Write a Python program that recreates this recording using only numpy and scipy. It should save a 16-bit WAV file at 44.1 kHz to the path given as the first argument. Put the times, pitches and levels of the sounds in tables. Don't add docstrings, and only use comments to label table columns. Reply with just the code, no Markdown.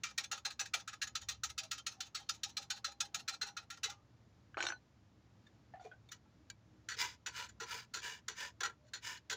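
import sys
import numpy as np
from scipy import signal
from scipy.fft import rfft, irfft, next_fast_len
from scipy.io import wavfile
from scipy.ndimage import map_coordinates

SR = 44100
rng = np.random.default_rng(int(sys.argv[2]) if len(sys.argv) > 2 else 0)


def volts_from_db(level):
    exponent = np.asarray(level, float) / 20
    return 10 ** exponent


def persist_wave(psi):
    counts = np.round(np.clip(psi, -1, 1) * 32767).astype(np.int16)
    wavfile.write(sys.argv[1], SR, np.atleast_2d(counts).T)


N = 412776
SPAN = 12288
HZ = np.fft.rfftfreq(SPAN, 1 / SR)


def unit(x):
    return x / np.sqrt(np.mean(x ** 2) + 1e-30)


def along(points, hz):
    point_hz, point_db = np.transpose(points)
    return np.interp(np.log(hz + 1), np.log(point_hz + 1), point_db)


def add(track, start_s, piece):
    part = track[round(start_s * SR):][:len(piece)]
    part += piece[:len(part)]


def wobble(count, rate_hz):
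    knots = rng.standard_normal(count // 20 + 8)
    return map_coordinates(knots, [np.arange(count) * rate_hz / SR])


def smooth(x, time_s):
    step = 1 / (time_s * SR)
    return signal.lfilter([step], [1, step - 1], x)


def noise(points):
    count = next_fast_len(N)
    colour = volts_from_db(along(points, np.fft.rfftfreq(count, 1 / SR)))
    return unit(irfft(rfft(rng.standard_normal(count)) * colour, count)[:N])


def rough(hz, t, depth):
    level = volts_from_db(3.5 * depth * wobble(len(t), 170))
    return level * np.sin(2 * np.pi * hz * t + 1.2 * depth * wobble(len(t), 160))


def modes(table, sharp):
    mode_hz, width_hz, db = np.transpose(table)[:, :, None]
    width_hz = width_hz / sharp / (1 + (HZ / mode_hz / 1.7) ** 4)
    sign = (-1) ** np.arange(len(mode_hz))[:, None]
    damping = 1j * HZ * width_hz
    return volts_from_db(db) * sign * damping / (mode_hz * mode_hz - HZ * HZ + damping)


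def bands():
    vice = 1 / (1 + (HZ / 1100) ** 20)
    teeth = 1 - 1 / (1 + (HZ / 2300) ** 8)
    return np.array([vice, 1 - vice - teeth, teeth])


def body(grit, table, ring_db, sharp, small_db, scatter_db, favour_db):
    small_hz, small_width_hz = np.sort(rng.uniform(500, 15500, size=70)), rng.uniform(20, 60, size=70)
    small = modes(np.column_stack([small_hz, small_width_hz, np.zeros(70)]), 1)
    main, colour, split = modes(table, sharp), volts_from_db(along(grit, HZ)), bands()

    def response(rung):
        near = 1 + volts_from_db(small_db + 4.5 * rng.standard_normal(len(small))) @ small
        near *= volts_from_db(1.5 * rng.standard_normal() / (1 + (8500 / (HZ + 1)) ** 8))
        near += sum(volts_from_db(favour_db) * modes([row], 1)[0] for row in rung)
        ring = volts_from_db(ring_db + scatter_db * rng.standard_normal(len(main))) @ main
        share = split * (colour * near + ring)
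        return share / np.sqrt(np.mean(abs(share) ** 2, axis=1, keepdims=True))
    return response


def favoured(teeth, s, blade_db, width_hz):
    _, blade_hz, share_db, tooth_hz, tooth_db = min(teeth, key=lambda row: abs(row[0] - s))
    rung = [(blade_hz, 1.5 * width_hz, blade_db), (tooth_hz, width_hz, tooth_db)]
    if 6 < s < 6.2:
        rung.append((13000, 9000, 3))
    return min(share_db, -.6), rung


def scrape(level_db, vice_db, blade_db, rung, response, lumps_db, dulls):
    teeth_db = 10 * np.log10(np.clip(1 - volts_from_db(2 * blade_db), .05, 1))
    lumps = .65 * wobble(SPAN, 200) + 1.2 * wobble(SPAN, 1100)
    force = unit(rng.standard_normal(SPAN) * volts_from_db(lumps_db * lumps))
    top_db = teeth_db + 2.6 + dulls * (level_db - level_db.max())
    gain = volts_from_db([level_db + vice_db, level_db + blade_db, level_db + teeth_db, level_db + top_db])
    gain[0] = smooth(gain[0], .012) * volts_from_db(2.5)
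    vice, blade, teeth = response(rung)
    top = 1 - 1 / (1 + (HZ / 8000) ** 12)
    paths = [vice, blade, teeth * (1 - top), teeth * top * (HZ < 15900)]
    return irfft((rfft(force * gain) * paths).sum(0))


def strokes(bites, returns, stop_s, *saw):
    out, t = np.zeros(N), np.arange(SPAN) / SR - .03
    for s, db, hold_s, t60_s, vice_db, tooth in bites:
        shape_db = 60 * np.minimum(t + .0008, 0) / .0062 - 60 * np.maximum(t - hold_s, 0) / t60_s
        shape_db += 4 * np.exp(-abs(t) / .005) - 1.9
        shape_db -= 2500 * np.maximum(t - stop_s, 0)
        add(out, s - .03, scrape(db + shape_db, vice_db, *tooth, *saw))
    t = t - .04
    ends_db = -6000 * np.maximum(-.05 - t, 0) - 2500 * np.maximum(t - .15, 0)
    for s, db, rise_s, t60_s, vice_db, tooth in returns:
        shape_db = np.where(t < 0, 60 * t / rise_s, -68 * t / t60_s) + ends_db
        shape_db += 1.6 * np.exp(-abs(t) / .008) - .6
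        add(out, s - .07, scrape(db + shape_db, vice_db, *tooth, *saw))
    return out


def brief_tones(rows, fall_power):
    out, t = np.zeros(N), np.arange(SPAN) / SR - .08
    for s, hz, db, rise_s, fall_s in rows:
        power = np.where(t < 0, 1.6, fall_power)
        shape_db = -12 * abs(t / np.where(t < 0, rise_s, fall_s)) ** power
        add(out, s - .08, volts_from_db(db + 2.5 + shape_db) * np.hanning(SPAN) ** .2 * rough(hz, t, depth=.45))
    return out


def workshop(work):
    # hz, db_per_hz
    rumble = [(20, -27), (40, -17), (52, -14), (64, -2), (78, 0), (92, -10), (130, -30), (300, -120)]
    # hz, db_per_hz
    motor = [(60, -120), (88, -14), (100, -3), (110, 0), (122, -5), (140, -14), (200, -120)]
    # hz, db_per_hz
    hiss = [(80, -40), (135, -1.5), (200, .5), (270, -4.5), (315, -3.5), (370, -10.5), (620, -13),
            (1400, -18.5), (2800, -24.5), (5600, -27), (7200, -30), (8000, -45), (16500, -47)]
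    t = np.arange(N) / SR
    swell_s, rise_s, fall_s = 1.35, .28, .24
    swell_db = 11.5 * np.exp(-((t - swell_s) / np.where(t < swell_s, rise_s, fall_s)) ** 2)
    idle_db, loaded_db, load_s = -72.5, -69.5, 3.5
    motor_db = idle_db + (loaded_db - idle_db) / (1 + np.exp((load_s - t) / .15)) + .55 * swell_db
    hum = volts_from_db(-74 + swell_db) * noise(rumble) + volts_from_db(motor_db) * noise(motor)
    loud = smooth(work ** 2, .04)
    duck_db = .3 - 1.9 * loud / (loud + volts_from_db(-135))
    return hum + volts_from_db(-70 + duck_db + .6 * wobble(N, 8)) * noise(hiss)


def plate_flicks():
    # start_s, level_db, hold_s, t60_s
    plate_in = [(.0372, -36.2, .002, .156), (.1801, -32.5, .005, .096), (.3168, -34.4, .009, .1),
                (.452, -35.8, .01, .104), (.5955, -36.1, .013, .107), (.7387, -33.1, .007, .103),
                (.878, -40.7, .004, .098), (1.0178, -37.2, .019, .063), (1.1548, -33.5, .001, .098),
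                (1.2882, -35.3, .008, .08), (1.4368, -36.1, .01, .085), (1.5809, -35.9, .008, .092),
                (1.7139, -35.6, .007, .121), (1.8671, -34.8, .004, .083), (2.0063, -39.4, .006, .096),
                (2.1495, -38.4, .009, .119), (2.2923, -34.1, .003, .08), (2.4356, -33.9, .001, .091),
                (2.5706, -36.8, .007, .075), (2.7035, -36.6, .009, .097), (2.8464, -36.5, .002, .153),
                (3.0057, -33.6, .011, .051), (3.1459, -35.5, .006, .075), (3.2804, -36.7, .016, .061),
                (3.4152, -35.6, .012, .085), (3.569, -42, .008, .094), (3.7038, -45.3, .009, .134),
                (3.8341, -36.4, .015, .132)]
    # peak_s, level_db, rise_60db_s, t60_s
    plate_back = [(.111, -55.5, .284, .054), (.243, -42.8, .048, .075), (.381, -51.4, .172, .089),
                  (.506, -44, .023, .109), (.659, -47.5, .034, .104), (.805, -50.9, .242, .083),
                  (.935, -48.3, .054, .101), (1.076, -45.5, .049, .089), (1.22, -49.4, .05, .095),
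                  (1.314, -45.7, .069, .15), (1.502, -47, .058, .08), (1.636, -49.1, .033, .129),
                  (1.782, -42.5, .022, .086), (1.924, -56.7, .3, .179), (2.07, -58.7, .3, .097),
                  (2.204, -57.4, .244, .222), (2.35, -56.5, .182, .139), (2.497, -56.3, .255, .113),
                  (2.628, -52, .195, .113), (2.78, -53.6, .3, .065), (2.922, -54.1, .058, .03),
                  (3.057, -53.5, .189, .101), (3.2, -50.5, .199, .095), (3.344, -47.5, .175, .086),
                  (3.477, -46.8, .154, .121), (3.635, -62.5, .3, .062), (3.775, -54.6, .051, .064),
                  (3.9, -45.7, .031, .132)]
    # start_s, blade_hz, blade_share_db, tooth_hz, tooth_ring_db
    teeth = [(0.037, 1280, -5.1, 2340, 1.5), (0.18, 2230, -9.6, 4030, 1.7), (0.317, 1250, -5.9, 6660, 2.0),
             (0.452, 1660, -8.2, 4090, 9.8), (0.595, 1660, -6.8, 2560, 0.6), (0.738, 1290, -5.8, 3500, 2.9),
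             (0.878, 1280, -3.3, 6330, 1.5), (1.018, 1660, -6.8, 4100, 5.4), (1.154, 1290, -9.7, 4100, 1.9),
             (1.288, 1240, -11.0, 4100, 2.1), (1.436, 1290, -7.3, 4070, -0.7),
             (1.58, 1290, -11.2, 4830, 4.6), (1.714, 1260, -8.8, 5320, 1.3), (1.867, 1270, -8.4, 4110, 3.4),
             (2.006, 1370, -8.6, 3050, -0.6), (2.149, 1280, -9.0, 4340, 6.5),
             (2.292, 1350, -10.2, 5040, 3.5), (2.435, 1260, -14.4, 6560, -0.2),
             (2.57, 1280, -10.7, 4110, 7.1), (2.703, 1500, -9.4, 4100, 10.0),
             (2.846, 1290, -8.1, 4100, 8.4), (3.005, 1650, -10.5, 4090, 5.9),
             (3.146, 1360, -10.2, 4100, 5.4), (3.28, 1380, -6.9, 4100, 10.1),
             (3.415, 1480, -6.8, 4100, 11.6), (3.569, 1380, -3.5, 4090, 3.3),
             (3.704, 1380, -4.5, 6010, -1.6), (3.834, 1400, -6.3, 2940, 2.6)]
    # time_s, vice_share_db
    hand = [(.04, -27), (.3, -19), (.76, -18), (.9, -29), (2.4, -28), (3.0, -28), (3.3, -25.5),
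            (3.9, -24.5)]
    # hz, db_per_hz
    grit = [(260, -50), (450, -27), (718, -19), (850, -7), (1130, -19), (1290, -3), (1830, -8), (3290, -5),
            (4190, -2), (5330, -7), (6780, -4), (8370, -21), (12600, -34), (15100, -23.5), (16500, -40)]
    # mode_hz, width_hz, level_db
    wedge = [(330, 35, -22), (430, 45, -16), (560, 45, -16), (690, 50, -12), (810, 45, -6), (1075, 35, -9)]
    # mode_hz, width_hz, level_db
    saw_modes = [(1265, 60, -5), (1385, 50, -7), (1660, 42, -7), (2320, 110, -10), (2590, 74, -6),
                 (2890, 93, -8), (3050, 38, -8), (3490, 63, -8), (3680, 94, -6), (4100, 48, -5),
                 (4330, 30, -7), (5040, 35, -8), (5690, 210, -7), (6720, 180, -6), (7910, 55, -18),
                 (8460, 110, -23), (10500, 95, -24)]
    saw = body(grit, wedge + saw_modes, ring_db=4, sharp=1.3, small_db=3, scatter_db=2, favour_db=5)

    def tooth(s):
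        return favoured(teeth, s, blade_db=2.5, width_hz=48)

    bites = [(s, *rest, np.interp(s, *np.transpose(hand)), tooth(s)) for s, *rest in plate_in]
    returns = []
    for s, db, *shape in plate_back:
        vice_db = -21 - .6 * (db + 50) + 1.3 * s
        returns.append((s, db, *shape, vice_db, tooth(s - .06)))
    return strokes(bites, returns, .17, saw, 1.8, .6)


def wedge_rocks():
    # peak_s, pitch_hz, peak_db, rise_12db_s, fall_12db_s
    rocks = [(0.192, 812, -57.0, 0.01, 0.02), (0.331, 802, -48.7, 0.01, 0.016),
             (0.463, 807, -53.0, 0.006, 0.016), (0.75, 802, -47.5, 0.006, 0.02),
             (1.453, 807, -55.1, 0.006, 0.008), (1.616, 791, -61.5, 0.022, 0.032),
             (1.656, 645, -59.9, 0.042, 0.012), (2.015, 764, -61.9, 0.05, 0.012),
             (2.219, 812, -63.6, 0.034, 0.012), (2.47, 812, -57.3, 0.014, 0.012),
             (2.602, 570, -61.9, 0.006, 0.012), (2.602, 807, -56.1, 0.026, 0.028),
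             (2.742, 823, -57.7, 0.014, 0.016), (2.885, 565, -61.1, 0.01, 0.02),
             (2.889, 807, -56.5, 0.01, 0.032), (3.037, 812, -53.6, 0.014, 0.028),
             (3.161, 705, -61.2, 0.022, 0.032), (3.177, 823, -60.0, 0.022, 0.036),
             (3.332, 802, -58.7, 0.03, 0.016), (3.44, 403, -61, 0.01, 0.02),
             (3.472, 812, -55.6, 0.014, 0.044), (3.867, 436, -55.3, 0.018, 0.008),
             (3.891, 812, -51.8, 0.01, 0.032), (6.976, 446, -59.3, 0.014, 0.008),
             (7.623, 457, -48.9, 0.01, 0.016), (7.758, 457, -56.4, 0.034, 0.016),
             (7.966, 441, -58.3, 0.006, 0.012), (8.054, 457, -59.2, 0.018, 0.032),
             (8.297, 441, -57.5, 0.006, 0.008), (8.62, 436, -48.7, 0.006, 0.008),
             (8.644, 796, -50.4, 0.01, 0.02), (9.343, 479, -56.5, 0.014, 0.008)]
    faint = [(5.85, 2420, -67, .006, .035), (3.92, 1210, -63, .01, .05), (8.86, 600, -69, .07, .03),
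             (6.75, 310, -71, .09, .2), (6.42, 310, -71, .09, .07)]
    return brief_tones(rocks + faint, .75)


def plate_drop():
    # start_s, peak_db, thud_db, clink_db
    bounces = [(4.5446, -42, -26, -24), (4.571, -33, -4, -23), (4.5785, -32, -5, -17),
               (4.6052, -29, -18, -7), (4.6264, -35, -10, 3), (4.6394, -35, -6, -7), (4.6524, -35, -13, -4),
               (4.6675, -31, -16, 0), (4.6874, -36, -10, -1.5), (4.7027, -32.5, -17, -16),
               (4.7217, -33, -22, -19)]
    # start_s, low_hz, high_hz
    bounce_modes = [(4.5446, 1640, 2840), (4.571, 1370, 2520), (4.5785, 1360, 4100), (4.6044, 1490, 2600),
                    (4.6264, 1750, 4000), (4.6394, 800, 6030), (4.6524, 1780, 3800), (4.6683, 1490, 6700),
                    (4.6874, 3050, 4200), (4.7027, 1610, 6050), (4.7217, 1510, 3280)]
    # hz, db_per_hz
    bench = [(200, -30), (340, -7), (800, -6), (1500, -3), (3000, -9), (4500, -13), (6200, -24),
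             (8000, -43), (12500, -74), (15000, -41), (16500, -120)]
    # mode_hz, width_hz, level_db
    sheet_modes = [(339, 35, -3), (797, 90, 1), (1500, 50, 0), (1750, 27, -4), (2310, 65, -11),
                   (2520, 160, -8), (3060, 90, -9), (4120, 30, -4.5), (4460, 33, -15), (5230, 110, -18),
                   (5570, 47, -10), (6030, 50, -14), (6560, 220, -18), (7100, 38, -13), (7930, 50, -22),
                   (8740, 32, -30), (9820, 71, -35), (10500, 40, -34), (11500, 52, -47)]
    out, t = np.zeros(N), np.arange(SPAN) / SR - .02
    sheet = body(bench, sheet_modes, ring_db=7, sharp=1.5, small_db=-.6, scatter_db=2.6, favour_db=10.5)
    for (s, db, thud_db, clink_db), (_, low_hz, high_hz) in zip(bounces, bounce_modes):
        blow = rng.standard_normal(SPAN) * volts_from_db(-60 * t / .006) * (t >= 0)
        parts = irfft(rfft(blow) * sheet([(low_hz, 80, 1), (high_hz, 220, 2)]))
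        parts /= abs(parts).max(1, keepdims=True)
        add(out, s - .02, volts_from_db([db + thud_db + 1.5, db - .7, db + clink_db + 4]) @ parts)
    rattle_db = np.where(t < 0, -140, -46 - 55 * t - 480 * np.maximum(t - .15, 0))
    thud_db, blade_db = -1.5 - 38 * t, -4.5 + 60 * np.minimum(abs(t - .085), .07)
    add(out, 4.571 - .02, scrape(rattle_db, thud_db, blade_db, [], sheet, 3.5, .35))
    return out


def plate_sings():
    # peak_s, pitch_hz, peak_db, rise_12db_s, fall_12db_s
    sings = [(4.615, 4110, -52, .025, .07), (4.612, 5570, -55, .004, .05), (4.642, 7095, -51, .012, .018),
             (4.692, 7095, -55, .012, .018), (4.692, 6040, -49, .05, .04), (4.685, 5520, -54, .012, .025),
             (4.765, 4090, -68, .02, .022), (4.728, 1490, -45, .006, .028)]
    return brief_tones(sings, 1.7)


def handle_knocks():
    # start_s, peak_db, low_hz, high_hz, high_over_low_db
    bumps = [(5.466, -58, 1730, 3600, 1.5), (6.089, -53, 2250, 3620, 6), (5.737, -43, 751, 1770, -6),
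             (5.755, -47, 778, 1850, -17), (5.796, -46.5, 751, 1420, -9), (5.809, -53, 700, 1440, -11),
             (5.847, -46.5, 441, 2410, -18), (5.859, -46, 721, 2370, -19), (5.914, -46, 638, 1520, 14),
             (5.929, -56, 767, 1520, 11), (6.256, -67, 877, 1330, 1.5), (8.636, -39, 1360, 1990, -3),
             (5.797, -65, 4600, 3500, -2), (5.915, -62, 3250, 2500, -2)]
    out, t = np.zeros(N), np.arange(SPAN // 2) / SR
    dull = signal.butter(2, [500, 2200], 'band', fs=SR)

    def mode(hz, db):
        t60_s = .13 * (750 / hz) ** .5
        return volts_from_db(db - 60 * t / t60_s) * rough(hz, t, depth=.7)

    for s, db, low_hz, high_hz, lean_db in bumps:
        wood = mode(low_hz, -4 - max(lean_db, 0)) + mode(high_hz, -4 + min(lean_db, 0))
        decay = volts_from_db(-13 - 60 * t / .16) + volts_from_db(-18 - 60 * t / .012)
        puff = decay * signal.lfilter(*dull, rng.standard_normal(len(t)))
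        add(out, s, volts_from_db(db + 1.5) * (wood + puff) * (1 - np.exp(-t / .0012)))
    return out


def steel_file():
    # start_s, level_db, hold_s, t60_s, vice_db
    landings = [(6.0902, -64, .003, .027, -17), (6.5019, -45.5, .001, .026, -18.6),
                (6.8885, -42.4, .035, .24, -24.5), (7.2635, -40.9, .014, .113, -16.7),
                (7.6026, -43.8, .036, .067, -12.5), (7.9395, -40.1, .018, .228, -19),
                (8.2837, -38.7, .001, .16, -15.7), (8.6074, -40.1, .002, .113, -9),
                (8.634, -37.5, .03, .09, -17), (8.9365, -41.3, .003, .155, -21.1),
                (9.3, -38.9, .033, .086, -14.4)]
    # peak_s, level_db, rise_60db_s, t60_s, vice_db
    skids = [(6.12, -46.5, .018, .115, -23), (8.7, -55, .1, .13, -12.3), (5.855, -68, .5, .2, -7),
             (5.47, -72, .03, .06, -18), (7.492, -55, .03, .09, -21), (8.89, -71, .2, .06, -21),
             (9.175, -54, .03, .05, -21)]
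    # start_s, peak_s, end_s, peak_db, hold_power (1 fades at once)
    pushes = [(6.962, 7.017, 7.15, -35.5, .9), (7.325, 7.385, 7.475, -45.5, 2.6),
              (7.66, 7.725, 7.845, -45, 1.8), (8.012, 8.045, 8.19, -46, 2.3),
              (8.352, 8.41, 8.505, -45, 2.2), (9.02, 9.064, 9.185, -46, 2.6)]
    # way_from_peak (-1 start, 1 end), vice_db
    push_vice = [(-1, -14), (-.4, -14), (0, -12.5), (.35, -13.5), (.9, -18)]
    # start_s, blade_hz, blade_share_db, tooth_hz, tooth_ring_db
    land_teeth = [(6.09, 2200, -11.7, 3540, 4.3), (6.502, 1560, -4.8, 4800, -3.9),
                  (6.888, 1550, -3.0, 4430, 6.4), (7.263, 1530, -5.2, 2580, 2.3),
                  (7.603, 1410, -2.6, 5940, 3.8), (7.94, 1410, -6.1, 4240, 1.8),
                  (8.284, 1540, -5.3, 5990, 6.3), (8.607, 1630, -2.8, 2340, -2.1),
                  (8.632, 1350, -2.0, 4150, 1.6), (8.936, 1550, -5.4, 4240, 4.9),
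                  (9.3, 1540, -4.5, 3320, 0.7)]
    skid_teeth = [(6.115, 1310, -7.0, 5930, 0.8), (8.69, 1360, -0.5, 3470, 2.1),
                  (7.48, 1550, -4.4, 7110, 9.5)]
    push_teeth = [(6.98, 2040, -6.9, 4960, 4.4), (7.34, 1360, -3.7, 2920, 0.9),
                  (7.69, 1360, -4.3, 2340, 0.9), (8.02, 1770, -4.7, 2900, 3.3),
                  (8.37, 1770, -4.1, 6000, 2.1), (9.03, 1790, -4.8, 2910, 2.2)]
    # hz, db_per_hz
    grit = [(180, -53), (300, -23), (449, -15), (671, -24), (987, -2), (1150, -16), (1380, -1), (2440, -7),
            (2930, -8), (5830, -10), (7020, -9), (7890, -24), (12800, -40), (14900, -25), (16500, -47)]
    # mode_hz, width_hz, level_db
    saw_modes = [(1370, 60, -3), (1550, 28, -2), (1930, 34, -4), (2340, 120, -7), (2580, 23, -7),
                 (2920, 71, -3), (3680, 42, -9), (3880, 33, -7), (4240, 200, -6), (4970, 88, -6),
                 (5930, 98, -5), (6280, 110, -11), (6850, 210, -8), (8240, 56, -24)]
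    # mode_hz, width_hz, level_db
    wedge_hit = [(345, 30, -12), (447, 40, -6), (800, 45, -16), (975, 40, -1.5)]
    # mode_hz, width_hz, level_db
    wedge_push = [(447, 35, -19), (800, 40, -9), (975, 40, -1.5)]

    def tooth(s):
        return favoured(land_teeth + skid_teeth + push_teeth, s, blade_db=4, width_hz=55)

    saw = body(grit, wedge_hit + saw_modes, ring_db=-.6, sharp=.8, small_db=-.6, scatter_db=3, favour_db=5)
    bites = [(*row, tooth(row[0])) for row in landings]
    returns = [(*row, tooth(row[0])) for row in skids]
    out = strokes(bites, returns, .064, saw, 1.8, .5)

    saw = body(grit, wedge_push + saw_modes, ring_db=-1.5, sharp=1.1, small_db=-3, scatter_db=2.5,
               favour_db=2.5)
    start_db, end_db, lift_db_per_s = -63, -64, 950
    for start_s, peak_s, end_s, peak_db, holds in pushes:
        t = start_s - .03 + np.arange(SPAN) / SR
        before = np.clip((peak_s - t) / (peak_s - start_s), 0, 1)
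        after = np.clip((t - peak_s) / (end_s - peak_s), 0, 1)
        db = peak_db + (start_db - peak_db) * before ** 1.8 + (end_db - peak_db) * after ** holds
        db = db - lift_db_per_s * (2 * np.maximum(start_s - t, 0) + np.maximum(t - end_s, 0))
        vice_db = np.interp(after - before, *np.transpose(push_vice))
        add(out, t[0], scrape(db, vice_db, *tooth(start_s + .02), saw, 1.9, .2))
    return out


def scene():
    work = plate_flicks() + wedge_rocks() + plate_drop() + plate_sings() + handle_knocks() + steel_file()
    return (work + workshop(work))[None]


def roll_off(x):
    return signal.sosfilt(signal.butter(12, 16790, fs=SR, output="sos"), x)


def record(dry):
    return roll_off(dry)


dry = scene()
out = record(dry)
persist_wave(out)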